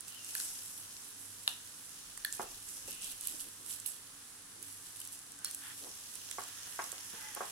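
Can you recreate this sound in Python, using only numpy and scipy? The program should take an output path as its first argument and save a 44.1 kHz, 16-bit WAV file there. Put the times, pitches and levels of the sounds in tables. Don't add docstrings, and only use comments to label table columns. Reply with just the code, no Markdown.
import sys
import numpy as np
from scipy import signal
from scipy.fft import rfft, irfft
from scipy.io import wavfile
from scipy.ndimage import uniform_filter1d

SR = 44100
rng = np.random.default_rng(int(sys.argv[2]) if len(sys.argv) > 2 else 0)


def volts(x):
    e = np.asarray(x, float) / 20
    return 10 ** e


def to_wav(s):
    ch = np.atleast_2d(s).T
    pcm = np.round(np.clip(ch, -1, 1) * 32767)
    wavfile.write(sys.argv[1], SR, pcm.astype(np.int16))


N = 331191
T = np.arange(N) / SR

# pitch_hz, relative_db
KITCHEN_COLOUR = [(12, -44), (20, -1.5), (48, -4), (93, -2.5), (285, 0), (347, -4), (499, -2.5),
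                  (558, -7.5), (1000, -1.5), (1710, 0), (2140, -4.5), (2670, -7), (10500, 2), (16000, -80)]
# pitch_hz, width_hz, level_db
HUM_LINES = [(100.6, 2.8, -73.5), (281.6, 6.1, -75)]
# pitch_hz, correlation (-1 to 1)
PORT_LIKENESS = [(60, .99), (130, .97), (210, .92), (290, .65), (640, .1), (1400, .3), (3000, .05),
                 (15000, 0)]
# start_s, length_s, level_db, top_hz
BOWL_SHUDDER = (2, 1.5, -72, 55)
# start_s, length_s, level_db, centre_hz
BOWL_RUBS = [(2.838, 0.11, -63.5, 228), (3.298, 0.067, -64, 260), (3.446, .05, -63, 350),
             (3.586, 0.097, -66, 304), (4.548, .1, -64, 300), (5.827, 0.065, -52, 437)]
# start_s, length_s, level_db
SCRAPES = [(5.432, 0.075, -56), (5.618, .12, -52.5), (6.41, 0.68, -58.5), (7.108, 0.39, -54.5)]
# pitch_hz, relative_db
WOOD_COLOUR = [(500, -36), (850, 5), (1200, 7.5), (1800, 16), (2100, 7), (3500, 10.5), (5000, -38)]
# start_s, length_s, first_pitch_hz, level_db, width_hz
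SQUEAKS = [(0.115, 0.13, 2810, -61, 30), (0.105, 0.09, 3040, -62, 30), (.255, .065, 2800, -64, 40),
           (.255, .065, 2550, -65, 40), (2.375, .04, 2480, -61, 120), (2.45, .04, 2700, -62, 120),
           (5.55, .07, 1580, -65, 100), (2.87, .2, 2790, -57.5, 500), (3.019, .12, 3890, -58, 1500),
           (5.37, 0.07, 1580, -64, 100), (7.168, .16, 865, -57, 50), (7.13, 0.133, 1645, -63, 250),
           (7.2, 0.11, 2020, -59, 80), (7.2, .07, 1470, -61, 80)]
# start_s, peak_db, body_hz, contact_ms (crest of the rattle's swell)
TABLE_KNOCKS = [(2.396, -26, 690, 1.33), (2.877, -45, 520, 3.5), (5.866, -47, 600, 6.4),
                (6.384, -29, 1010, 1.5), (6.672, -44, 1600, 1.1), (6.791, -24.5, 1180, 1.7),
                (6.928, -41, 860, 2.34), (7.133, -45, 424, 2.54), (7.362, -35, 800, 5),
                (7.407, -25, 860, 0.9)]
# pitch_hz, level_db, t60_s
TABLE_MODES = [(237, -2, .09), (392, 0, .09), (475, -6, .04), (550, -5, .04), (735, -2, .05),
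               (855, -2, .06), (970, -3, .04), (1112, -2, .045), (1260, -3, .035), (1390, -3, .045),
               (1580, -4, .04), (1820, -5, .06), (2010, -9, .03)]
# start_s, peak_db, hollow_hz, t60_s
SPIT_RESONANCES = [(0.082, -44, 2700, 0.011), (0.351, -32, 1700, 0.011), (0.35, -40, 2700, .006),
                   (.351, -29, 4600, 0.0065), (.4, -37.5, 1620, 0.008), (.4, -45, 2900, .006),
                   (.4, -29.5, 4500, 0.007), (1.4768, -18.5, 2950, 0.004), (1.4768, -15, 3700, 0.004),
                   (1.4768, -23, 4700, .003), (1.477, -34, 1600, .005), (1.476, -40, 860, 0.01),
                   (2.1749, -37.5, 1720, 0.0039), (2.247, -26, 1760, 0.019), (2.248, -26.5, 3400, 0.0098),
                   (2.247, -25, 4320, 0.011), (3.055, -38, 3130, 0.0048), (3.858, -39, 2890, 0.02),
                   (3.859, -37, 4130, .01), (5.0152, -39.5, 3140, 0.0074), (5.445, -37, 4260, 0.12),
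                   (5.445, -39, 1430, 0.0021), (5.447, -31, 5750, 0.0061), (5.455, -30, 5470, .02),
                   (5.456, -44, 3280, 0.03), (6.3133, -32, 2810, 0.00095)]
# pitch_ratio, level_db, t60_share (parts of the resonance's own values)
HOLLOW_MODES = [(.55, -20, 0.3), (1, 3, 1)]
# start_s, peak_db, bubble_hz
FAT_POPS = [(.006, -31.5, 9060), (0.08, -33, 8650), (0.2448, -31, 8260), (0.2897, -37, 8360),
            (0.3502, -23.5, 11000), (0.399, -24.5, 7840), (1.477, -21, 10100), (2.1747, -29.5, 8400),
            (2.247, -23, 11100), (2.3243, -24, 7500), (2.415, -34, 7000), (2.6865, -34, 7660),
            (2.8757, -33, 10400), (2.9066, -31.5, 11400), (3.02, -31, 8250), (3.043, -30, 7800),
            (3.209, -28.5, 10100), (3.271, -20.5, 10200), (3.799, -31, 8500), (3.861, -22.5, 11300),
            (4.626, -29.5, 10000), (4.9684, -36, 9800), (5.001, -30.5, 9400), (5.0137, -33, 9400),
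            (5.0502, -30, 9200), (5.073, -34, 9400), (5.121, -36, 10100), (5.127, -35.5, 9000),
            (5.189, -38, 8750), (5.3186, -37, 8700), (5.388, -36.5, 8900), (5.445, -20, 9200),
            (5.51, -30, 9300), (5.546, -24, 9700), (5.784, -33, 9950), (6.1533, -30.5, 8900),
            (6.311, -28, 7240), (6.436, -35, 7390), (6.917, -27, 7900), (7.348, -29, 9700)]
# time_s, vigour_db, coarseness_db, left_minus_right_db
STEADY_FRYING = [(0, -62.5, 2, -5.5), (.4, -50, 2, 0.5), (1.3, -55, -1, -5.5), (2.2, -58.5, 2, -4.5),
                 (3.0, -57.5, -0.5, -2.5), (3.9, -59, -2.5, -7), (5.5, -58.5, -4, -1), (6.27, -55, 6, -7),
                 (7.51, -52.5, 4, -7)]
# crest_s, vigour_db, rise_s, fall_s, large_bubble_share (0 to 1.5)
FRYING_FLARES = [(.091, -51, 0.027, 0.023, 0.5), (.37, -42, 0.065, 0.21, 0.95),
                 (1.49, -47, 0.01, 0.034, 1.4), (2.258, -53.5, 0.014, .05, 1.2),
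                 (2.339, -49, 0.018, 0.053, 0.9), (2.428, -46, 0.014, 0.011, 1),
                 (2.513, -53, 0.017, 0.056, 0.7), (2.705, -49, 0.071, 0.24, 0.3),
                 (2.889, -48.5, 0.049, 0.059, 0.6), (3.037, -44.5, 0.017, 0.064, 0.94),
                 (3.12, -45, 0.077, 0.014, 0.95), (3.272, -44, 0.076, 0.12, 0.5),
                 (3.409, -43, 0.017, 0.024, 0.55), (3.711, -43, 0.045, 0.063, 0.52),
                 (3.867, -39.5, 0.005, 0.045, 0.2), (4.641, -52, 0.032, 0.18, 1),
                 (4.859, -52, 0.029, 0.07, 0.5), (5.063, -52.5, 0.13, 0.038, 0.8),
                 (5.133, -50, 0.018, 0.043, 1), (5.455, -51, 0.0095, 0.6, 1), (5.794, -53, 0.025, 0.04, 1)]
# pitch_hz, relative_db
SMALL_COLOUR = [(6000, -27.5), (7600, -3), (8300, -2.5), (9200, -4), (10600, -1), (11400, -2.5),
                (12500, -10), (15600, -20), (16000, -71)]
# pitch_hz, relative_db
MIDDLE_COLOUR = [(4300, -10), (5300, 5), (6600, 5), (7400, 0.5), (8500, -77)]
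# pitch_hz, relative_db
LARGE_COLOUR = [(1900, -43), (2400, 1), (2900, 8.5), (3700, 7), (4400, 7.5), (5500, -1)]


def colour(x, points):
    hz, db = np.transpose(points)
    log_hz = np.log(np.arange(N // 2 + 1) * SR / N + 1)
    y = irfft(rfft(x) * volts(np.interp(log_hz, np.log(hz), db)), N)
    return y / np.sqrt(np.mean(y ** 2))


def band(x, hz, width):
    return signal.lfilter(*signal.iirpeak(hz, hz / width, SR), x)


def ring(x, modes):
    out = 0
    for hz, db, t60 in modes:
        pole = np.exp(2j * np.pi * hz / SR - np.log(1000) / (t60 * SR))
        out = out + volts(db) * signal.lfilter([1], [1, -pole], x).imag
    return out


def peak(x, db):
    return x * volts(db) / np.max(np.abs(x))


def add(out, s, sound):
    i = int(s * SR)
    out[:, i:i + sound.shape[1]] += sound[:, :N - i]


def sides(pan_db):
    return volts(np.array([pan_db, -pan_db]) / 2)


def stroke(s, length):
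    edge_s = 0.048
    return np.clip(np.minimum(T - s, s + length - T) / edge_s + .5, 0, 1)


def diffuse():
    hz, likeness = np.transpose(PORT_LIKENESS)
    log_hz = np.log(np.arange(N // 2 + 1) * SR / N + 1)
    c = np.clip(np.interp(log_hz, np.log(hz), likeness), -1, 1)
    mid, side = rfft(rng.standard_normal((2, N))) * np.sqrt([1 + c, 1 - c])
    return irfft([mid + side, mid - side], N) / 2


def impulses(per_s, spread_db):
    chance = rng.random((2, N))
    size = volts(np.minimum(-spread_db * np.log(1 - chance[1]), 17))
    return (chance[0] < per_s / SR) * size


def crackle(per_s, decay_ms, level):
    decay = np.exp(-1000 / (decay_ms * SR))
    puffs = signal.lfilter([1], [1, -decay], impulses(per_s, spread_db=3.2))
    sound = puffs * rng.standard_normal((2, N))
    return level * sound / np.std(sound)


def noise_burst(scale_ms):
    t = 1000 * T[:4096] / scale_ms
    noise = rng.standard_normal((3, len(t)))
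    return (noise[:2] + 1.47 * noise[2]) * t * np.exp(-t ** 2 / 10.7)


def room(dry, wet_db):
    low_t60_s, treble_t60_s = 0.37, 0.039
    t = T[:SR // 2]
    noise = diffuse()[:, :len(t)]
    low = signal.lfilter([.42], [1, -.58], noise)
    tail = low * volts(-60 * t / low_t60_s) + (noise - low) * volts(-60 * t / treble_t60_s)
    tail = tail * np.clip((t - .004) / .006, 0, 1)
    tail = tail / np.sqrt(np.sum(tail ** 2) / 2)
    return dry + volts(wet_db) * signal.fftconvolve(dry.mean(axis=0)[None], tail, axes=1)[:, :N]


def kitchen():
    out = volts(-54.5) * colour(diffuse(), KITCHEN_COLOUR)
    for hz, width, db in HUM_LINES:
        line = band(rng.standard_normal(N), hz, width)
        out = out + volts(db) * line / np.std(line)
    return out


def shudder():
    s, length, db, top_hz = BOWL_SHUDDER
    bass = signal.butter(2, [20, top_hz], "band", fs=SR, output="sos")
    low = signal.sosfilt(bass, rng.standard_normal(N))
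    return volts(db) * low / np.std(low) * stroke(s, length)


def rubs():
    noise, out = diffuse() + crackle(120, 8.0, 0.72), 0
    for s, length, db, hz in BOWL_RUBS:
        rub = band(band(noise, hz, 0.96 * hz), hz, 0.96 * hz)
        out = out + volts(db) * rub / np.std(rub) * stroke(s, length)
    return out


def scrape():
    rub = colour(diffuse() + crackle(370, 0.49, 0.2), WOOD_COLOUR)
    return rub * sum(volts(db) * stroke(s, length) for s, length, db in SCRAPES)


def whistle():
    sag = 0.008
    steady_hz = 35
    out = 0
    for s, length, hz, db, width in SQUEAKS:
        pitch_hz = hz * (1 - sag * np.clip((T - s) / length, 0, 1))
        phase = 2 * np.pi * np.cumsum(pitch_hz) / SR
        waver = uniform_filter1d(rng.standard_normal((2, 2, N)), int(SR / width))
        steady = steady_hz / width * np.std(waver)
        tone = (waver[0] + steady) * np.cos(phase) + waver[1] * np.sin(phase)
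        out = out + volts(db) * tone / np.std(tone) * stroke(s, length)
    return out


def knocks():
    bounce_ms, bounce = 1.874, 0.38
    blur_db, blur_t60_s = -7, 0.21
    out = np.zeros((2, N))
    t, grain = T[:SR // 4], diffuse()
    dull = signal.butter(3, 2200, fs=SR, output="sos")
    for s, db, hz, ms in TABLE_KNOCKS:
        noise = np.roll(grain, rng.integers(N), axis=1)
        rattle = t * np.exp(-1000 * t / ms) * noise[:, :len(t)]
        push = t * np.exp(-t / 0.00005) / 0.00004 * (ms < 2.5)
        blow = 0.47 * rattle / np.max(np.abs(rattle)) + push
        blow = blow + bounce * np.roll(blow, int(bounce_ms * SR / 1000), axis=1)
        modes = ring(blow, TABLE_MODES)
        blur = signal.sosfilt(dull, noise[:, -len(t):])
        blur = blur * volts(-60 * t / blur_t60_s) * np.clip(t / .003, 0, 1)
        modes, blur = [band(band(x, hz, 1.5 * hz), hz, 1.5 * hz) for x in (modes, blur)]
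        thud = peak(peak(modes, 0) + peak(blur, blur_db), db)
        add(out, s, sides(-1.7)[:, None] * thud)
    return out


def spits():
    port_lag = 4
    out = np.zeros((2, N))
    for s, db, hz, t60 in SPIT_RESONANCES:
        modes = [(hz * ratio, mode_db, t60 * share) for ratio, mode_db, share in HOLLOW_MODES]
        burst = noise_burst(1000 * 1.12 / hz)
        rung = ring(burst, modes)
        left, right = peak(band(band(rung, hz, hz), hz, hz), db)
        add(out, s, sides(-0.4)[:, None] * np.array([np.roll(left, port_lag), right]))
    return out


def pops():
    out = np.zeros((2, N))
    pan_s, pan_db = np.transpose(STEADY_FRYING)[[0, 3]]
    for s, db, hz in FAT_POPS:
        burst = noise_burst(0.76)
        crack = band(band(burst, 9000, 5600), 6700, 7400)
        sound = 0.89 * band(burst, hz, 0.21 * hz) + 0.082 * crack
        add(out, s, sides(np.interp(s, pan_s, pan_db))[:, None] * peak(sound, db))
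    return out


def flutter():
    spread_db, per_s = 1.5, 14
    steps = np.arange(0, N / SR + 1, 1 / per_s)
    return spread_db * np.interp(T, steps, rng.standard_normal(len(steps)))


def sizzle():
    s, *controls = np.transpose(STEADY_FRYING)
    simmer_db, coarse_db, pan_db = (np.interp(T, s, c) for c in controls)
    power, joined = volts(2 * simmer_db), 0
    for s, db, rise, fall, share in FRYING_FLARES:
        flare = volts(2 * db) * np.exp(-2 * np.abs(T - s) / np.where(T < s, rise, fall))
        power = power + flare
        joined = joined + share * flare
    vigour_db = 10 * np.log10(power)
    flare_db = vigour_db - np.mean(vigour_db)

    fine = crackle(500, 1.0, volts(-8.5 + 0.19 * flare_db))
    coarse = crackle(300, 0.99, volts(-7.5 + 0.089 * flare_db))
    small = colour(diffuse() + fine, SMALL_COLOUR)
    small = volts(vigour_db + flutter()) * small
    middle = colour(diffuse() + 0.3 * fine + coarse, MIDDLE_COLOUR)
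    middle = volts(-58.5 + flutter() + coarse_db + 0.66 * flare_db) * middle
    large_db = -60 + 0.76 * coarse_db + joined / power * (vigour_db - simmer_db)
    large = colour(diffuse() + 1.02 * coarse + 1.3 * fine, LARGE_COLOUR)
    large = volts(large_db + flutter()) * large
    return sides(pan_db) * small + sides(pan_db + 6) * middle + large


def scene():
    frying = room(sizzle() + whistle(), -8.0)
    hits = room(pops() + spits(), -10.5) + room(knocks(), -12)
    return frying + hits + scrape() + rubs() + kitchen() + shudder()


def roll_off(x):
    return signal.sosfilt(signal.butter(12, 16820, fs=SR, output="sos"), x)


def record(dry):
    treble = signal.sosfilt(signal.butter(2, 6500, "high", fs=SR, output="sos"), dry)
    ports = dry + np.array([[-.3], [.3]]) * treble
    ports = signal.sosfilt(signal.ellip(8, .3, 30, 15900, fs=SR, output="sos"), ports)
    return roll_off(ports)


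dry = scene()
out = record(dry)
to_wav(out)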